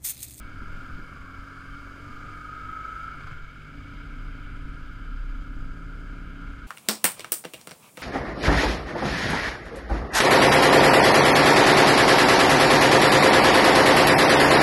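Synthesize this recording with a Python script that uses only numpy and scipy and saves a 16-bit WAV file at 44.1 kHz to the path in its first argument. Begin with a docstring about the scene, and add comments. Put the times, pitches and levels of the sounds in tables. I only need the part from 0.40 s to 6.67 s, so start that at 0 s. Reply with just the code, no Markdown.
"""Flat-twin motorcycle on gravel, inside a camera case

A camera in a closed case rides on a flat-twin motorcycle that climbs a gravel track behind a second one.
Filtered firing pulses make the own engine, which pulls, is shifted up and thumps on at low revs, and the
leader's drone. Sines locked to the firings make the gear whine; noise makes valve gear, tyres, stones, shift
clunks, wind and soft thumps; decaying sines make the bumps. The case resonances colour it all."""
import sys
import numpy as np
from scipy import signal
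from scipy.fft import rfft, irfft
from scipy.io import wavfile
from scipy.ndimage import uniform_filter1d

SR = 44100
rng = np.random.default_rng(int(sys.argv[2]) if len(sys.argv) > 2 else 0)


def to_linear_factor(level_db):
    """Convert decibel levels (scalar or array-like) to linear amplitude factors."""
    exponent = np.asarray(level_db, float) / 20
    return 10 ** exponent


def unload_wav(signal):
    """Save mono or channel-first audio to the path in sys.argv[1] as 16-bit WAV at rate SR, clipped to [-1, 1]."""
    wavfile.write(
        sys.argv[1],
        SR,
        np.round(np.clip(np.atleast_2d(signal).T, -1, 1) * 32767).astype(np.int16),
    )


N = 276507
TIME = np.arange(N) / SR

# rolling noise: (time [s], clatter and tyre hiss ahead of the case wall [dB], its upper middle [dB],
# its treble [dB], rumble [dB]); middle and treble relative to the lower bands
ROLLING = [(0, -47, 1, 1.5, -45.5), (.4, -45, 0.5, 1.5, -45.5), (.8, -47, 0, 3, -51),
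           (2, -45.5, 1, 3, -53.5), (2.6, -43.5, 1, 0.5, -48.5), (2.9, -45.5, 2, 1, -50),
           (3.05, -50, 3.5, 2.5, -49.5), (3.4, -49, 4.5, 2.5, -45), (4, -48.5, 4, 2, -45.5),
           (5.4, -49, 1, 2, -46.5), (6.27, -47.5, 3, 1.5, -43)]


def curves(table):
    """Columns of a table as sample-rate curves."""
    s, *columns = np.transpose(table)
    return [np.interp(TIME, s, c) for c in columns]


def unit(x):
    """Scale to rms 1."""
    return x / np.sqrt(np.mean(x ** 2))


def noise():
    """White noise."""
    return rng.standard_normal(N)


def causal(x, db_of_hz, size=16384):
    """Minimum-phase filter from a gain curve in dB, by folding the cepstrum."""
    hz = np.arange(size // 2 + 1) * SR / size + 1
    ceps = irfft(db_of_hz(hz) * np.log(10) / 20)
    ceps[1:size // 2] *= 2
    ceps[size // 2 + 1:] = 0
    impulse = irfft(np.exp(rfft(ceps)))
    return signal.fftconvolve(x, impulse)[:N]


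def colour(x, points):
    """Filter by (Hz, dB) points, rms 1 out."""
    hz, db = np.transpose(points)
    return unit(causal(x, lambda f: np.interp(np.log(f), np.log(hz), db)))


def walk(rate_hz):
    """Random levels held 1 / rate_hz s and slewed twice, rms 1."""
    k = int(SR / rate_hz)
    held = np.repeat(rng.standard_normal(N // k + 1), k)
    return unit(uniform_filter1d(uniform_filter1d(held, k), k)[:N])


def revs():
    """Own firing rate in Hz; the driveline winds up and lets go, so the revs surge."""
    # pull, clutch in, higher gear, without the surge: (time [s], firing rate [Hz])
    own_rate = [(0, 42.28), (.3, 43.7), (.53, 43.97), (.7, 45.2), (1.1, 45.4), (1.5, 46.8), (1.7, 47.8),
                (1.92, 49.1), (2.33, 51.35), (2.44, 51.35), (2.58, 52), (2.718, 53.6), (2.82, 44.44),
                (2.96, 38.56), (3.07, 34.7), (3.25, 31.28), (3.8, 32.07), (5.0, 33.27), (5.6, 33.92),
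                (6.05, 34.76), (6.27, 34.97)]
    # driveline surge: (start [s], end [s], first crest [s], period [s], swing [Hz])
    surge = (.6, 1.82, .71, .325, .85)
    start_s, end_s, crest_s, period_s, swing_hz = surge
    on = np.clip(np.minimum(TIME - start_s, end_s - TIME) / 0.081, 0, 1)
    return curves(own_rate)[0] + swing_hz * on * np.cos(2 * np.pi * (TIME - crest_s) / period_s)


def firings(hz, jitter_ms, scatter_db, uneven_db):
    """One pulse per firing; the two cylinders differ and each burn has its own time and size."""
    turns = np.cumsum(hz) / SR  # firings so far, not crank turns
    at = np.flatnonzero(np.diff(np.floor(turns)))
    time_chance, size_chance = rng.standard_normal((len(at), 2)).T
    late = (time_chance * jitter_ms * SR / 1000).astype(int)
    cylinder = (-1) ** np.arange(len(at))
    pulses = np.zeros(N)
    pulses[np.clip(at + late, 0, N - 1)] = to_linear_factor(scatter_db * size_chance + uneven_db * cylinder)
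    return pulses, turns


def own_exhaust(pulses):
    """Firing pulses through the own pipe, hushed while the throttle is shut."""
    # own exhaust: (time [s], level [dB])
    exhaust_level = [(0, -50.5), (.4, -49), (.7, -51), (1.9, -49), (2.35, -52.5), (2.9, -56), (3.0, -68),
                     (3.27, -68), (3.35, -46.5), (3.7, -48), (5.1, -45.5), (6.27, -47)]
    # own exhaust colour: (frequency [Hz], relative level [dB])
    own_pipe = [(20, -50.5), (33, -11.5), (50, 2), (70, 1), (100, -1.5), (150, -11), (210, -17.5),
                (250, -6.5), (285, 2), (312, -9), (345, -36.5), (450, -29.5), (515, -29.5), (560, -22),
                (620, -31), (1000, -37.5), (3000, -110)]
    return to_linear_factor(curves(exhaust_level)[0] + 1.3 * walk(9)) * colour(pulses, own_pipe)


def leader():
    """Firing pulses of the leading engine through its own pipe."""
    # leading engine: (time [s], firing rate [Hz], exhaust level [dB])
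    leader_engine = [(0, 42.74, -69), (.25, 42.88, -48), (.75, 44.24, -51.5), (1.25, 45.38, -50.5),
                     (2.0, 47.02, -53.5), (2.5, 48.14, -52), (3.1, 49.16, -50.5), (3.8, 48.63, -51.5),
                     (4.25, 49.66, -51), (5.0, 52.28, -48.5), (5.3, 54.28, -47), (5.75, 56.6, -46.5),
                     (6.27, 59.18, -46.5)]
    # its exhaust colour: (frequency [Hz], relative level [dB])
    leader_pipe = [(25, -26), (48, 0.5), (98, 4.5), (120, -2), (150, 7), (180, 0), (210, -18.5), (250, -8),
                   (300, -15.5), (400, -11), (500, -20.5), (700, -22), (900, -53), (3000, -110)]
    hz, db = curves(leader_engine)
    pulses, _ = firings(hz, jitter_ms=.07, scatter_db=.7, uneven_db=.5)
    return to_linear_factor(db + 2.1 * walk(5)) * colour(pulses, leader_pipe)


def frame_rock(turns):
    """The crank rocks the frame once per firing, most when the engine lugs in the higher gear."""
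    # frame rocking: (time [s], level [dB])
    rock_level = [(0, -46), (.5, -62), (1.0, -54), (2.6, -50.5), (2.9, -53), (3.25, -70), (3.5, -44.5),
                  (3.8, -34.5), (4.1, -38), (4.42, -41.5), (4.85, -32), (5.15, -36.5), (5.4, -38.5),
                  (5.7, -36.5), (6.27, -39)]
    swing = unit(np.cos(2 * np.pi * turns + 0.062 * walk(2)))
    return to_linear_factor(curves(rock_level)[0] + 0.92 * walk(7)) * swing


def rumble():
    """Rolling rumble: low noise of wavering level."""
    # rumble colour: (frequency [Hz], relative level [dB])
    rumble_colour = [(20, -8.5), (40, 12), (90, -1.5), (170, -7.5), (290, -3.5), (340, -28.5), (600, -44),
                     (3000, -87)]
    rumble_db = curves(ROLLING)[3]
    return to_linear_factor(rumble_db + 2.35 * walk(22)) * colour(noise(), rumble_colour)


def wind_and_thumps():
    """A wavering breeze on the case with bell-shaped low bursts on top: wind gusts and soft thumps of jolts."""
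    # bell-shaped bursts, wind gusts and soft thumps: (crest time [s], level [dB], length [s])
    burst_table = [(.3, -41.5, 0.16), (.57, -31.5, 0.045), (0.832, -42.5, 0.064), (1.332, -48.5, 0.17),
                   (1.837, -45.5, 0.21), (2.72, -46.5, 0.13), (2.96, -38.5, 0.082), (4.209, -38, 0.11),
                   (4.44, -35.5, 0.067), (4.83, -42, .2), (5.261, -33, 0.065)]
    # wind colour: (frequency [Hz], relative level [dB])
    wind_colour = [(4, -9.5), (13, -2), (20, -5), (30, -10), (60, -17.5), (150, -28), (400, -86.5),
                   (3000, -110)]
    breeze_db, waver_db = -51, 2.5
    bursts = sum(to_linear_factor(db) * np.exp(-((TIME - s) / length_s) ** 2) for s, db, length_s in burst_table)
    return (to_linear_factor(breeze_db + waver_db * walk(9)) + bursts) * colour(noise(), wind_colour)


def clatter(turns):
    """Valve gear and tyre noise that beats with the firings; each band flickers alone."""
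    # hiss colour outside the case: (frequency [Hz], relative level [dB])
    hiss_colour = [(200, -19.5), (350, -12), (600, -16.5), (900, -22.5), (1500, -14.5), (3000, -24),
                   (5000, -35), (8000, -40), (12000, -45.5), (15000, -48.5)]
    wall_db = -8  # the case wall holds back airborne sound
    hiss_db, middle_db, treble_db, _ = curves(ROLLING)
    edges_hz = [150, 1150, 1900, 2600, 4200, 6000, 8000, 11000, 16000]
    band_db = [0] * 2 + [middle_db] * 2 + [treble_db] * 4
    out = 0
    for lo, hi, db in zip(edges_hz, edges_hz[1:], band_db):
        band = signal.sosfilt(signal.butter(3, [lo, hi], "band", fs=SR, output="sos"), noise())
        every_firing = 0.084 * np.cos(2 * np.pi * turns + walk(2.59))
        every_second = 0.09 * np.cos(np.pi * turns + walk(3.5))
        flicker = to_linear_factor(db + 0.66 * walk(12) + 0.4 * walk(3.03))
        out = out + band * (1 + every_firing + every_second) * flicker
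    return to_linear_factor(hiss_db + wall_db) * colour(out, hiss_colour)


def ring():
    """Noise in one narrow metallic resonance, which comes up around the shift."""
    # ring: (time [s], level [dB])
    ring_level = [(0, -67.5), (2.2, -67.5), (2.5, -63), (3, -65), (3.5, -66.5), (3.9, -68.5), (4.3, -85),
                  (6.27, -85)]
    centre_hz, width_hz = 2234, 39
    b, a = signal.iirpeak(centre_hz, centre_hz / width_hz, fs=SR)
    return to_linear_factor(curves(ring_level)[0]) * unit(signal.lfilter(b, a, noise()))


def whine(turns):
    """Gear teeth mesh at a fixed order; the pulsing crank adds sidebands at whole and half firings."""
    # tooth mesh and sidebands: (multiple of the firing rate [1])
    mesh_orders = [24, 24.5, 25, 25.5, 26, 26.5, 27, 28]
    # their strengths: (relative level [dB])
    mesh_db = [-11, -13, 0, -7.5, -5, -20, -13, -18]
    # the gearbox housing passes less above its resonance: (frequency [Hz], gain [dB])
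    housing = [(900, 0), (1320, 0), (1385, -8), (1700, -12)]
    # grows with the pull, drops as the clutch opens, ahead of the case wall: (time [s], level [dB])
    whine_level = [(0, -62), (.6, -60), (.72, -47.5), (1.55, -48), (1.7, -47), (2.2, -45), (2.33, -42),
                   (2.718, -40), (2.726, -49), (2.92, -51), (2.97, -85)]
    wall_db = -13
    wander_db, wander_rad, spread_rad = 1., .2, 1.2
    lines = 0
    for order, db in zip(mesh_orders, mesh_db):
        # the sidebands are out of step, as the crank changes speed as well as load
        offset_rad = spread_rad * (order - 25) ** 2
        level = to_linear_factor(db + wander_db * walk(12))
        lines = lines + level * np.sin(2 * np.pi * order * turns + offset_rad + wander_rad * walk(25))
    return to_linear_factor(curves(whine_level)[0] + wall_db + 0.89 * walk(9.6)) * colour(lines, housing)


def jolts():
    """Each stone sets the bike swinging for a cycle or two: deep thuds and lighter knocks."""
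    # jolts: (time [s], level [dB], pitch [Hz])
    jolt_table = [(0.185, -37, 34), (0.219, -36.5, 215), (0.294, -32, 40), (0.329, -25.5, 20),
                  (0.371, -36.5, 204), (.495, -30, 72), (0.546, -27, 11), (0.591, -36, 300),
                  (0.989, -31, 40), (1.308, -34, 49), (1.698, -36.5, 243), (2.845, -33.5, 96),
                  (2.915, -37, 146), (2.95, -35, 20.6), (3.18, -41, 250), (5.25, -32, 20.94),
                  (6.16, -35, 48.6)]
    decay_ms = 14.3  # at 100 Hz; deeper thuds last longer
    out = np.zeros(N)
    for s, db, hz in jolt_table:
        t = np.clip(TIME - s, 0, None)
        decay = np.exp(-1000 * t * np.sqrt(hz / 100) / decay_ms)
        out -= to_linear_factor(db) * np.sin(2 * np.pi * hz * t) * decay
    return out


def shift():
    """Clunks of clutch and selector: noise bursts that start at once and die away in ms."""
    # gear shift clunks: (time [s], level [dB])
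    clunks = [(2.805, -49), (2.871, -48), (2.912, -49)]
    envelope = np.zeros(N)
    for s, db in clunks:
        envelope += to_linear_factor(db) * (TIME > s) * np.exp(-np.abs(TIME - s) / 0.0084)
    return envelope * colour(noise(), [(300, -2), (1000, -1), (3000, -6), (8000, -26), (15000, -48)])


def scene():
    """Own bike, leader, road and wind, ahead of the case resonances."""
    pulses, turns = firings(revs(), jitter_ms=.09, scatter_db=.9, uneven_db=.8)
    engines = own_exhaust(pulses) + leader() + frame_rock(turns)
    road_and_wind = rumble() + wind_and_thumps() + jolts()
    mechanics = clatter(turns) + ring() + whine(turns) + shift()
    return (engines + road_and_wind + mechanics)[None]


def case(x):
    """The camera case rings and dips in the mids and treble."""
    # peaks and dips of the case: (centre [Hz], width [Hz], gain [dB])
    case_modes = [(997, 80, 8), (1146, 118, -3.5), (1261.5, 199, 12.5), (1407, 148, 12.5), (1606, 177, 10),
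                  (1913, 158, -12), (2214, 436, 7), (2530, 140, -4.5), (3100, 324, 5.5), (4870, 410, 9),
                  (6510, 100, 7), (7320, 130, 5.5), (9500, 390, 2)]
    return causal(x, lambda f: sum(db / (1 + (2 * (f - hz) / width_hz) ** 2)
                                   for hz, width_hz, db in case_modes))


def top_cut(x):
    """Nothing passes above the cut-off."""
    return signal.sosfilt(signal.butter(12, 15170, fs=SR, output="sos"), x)


def record(dry):
    """The sound inside the case, with a 3 ms fade at the end."""
    heard = case(dry[0])
    heard *= np.clip((TIME[-1] - TIME) / .003, 0, 1)
    return top_cut(heard[None])


dry = scene()
out = record(dry)
unload_wav(out)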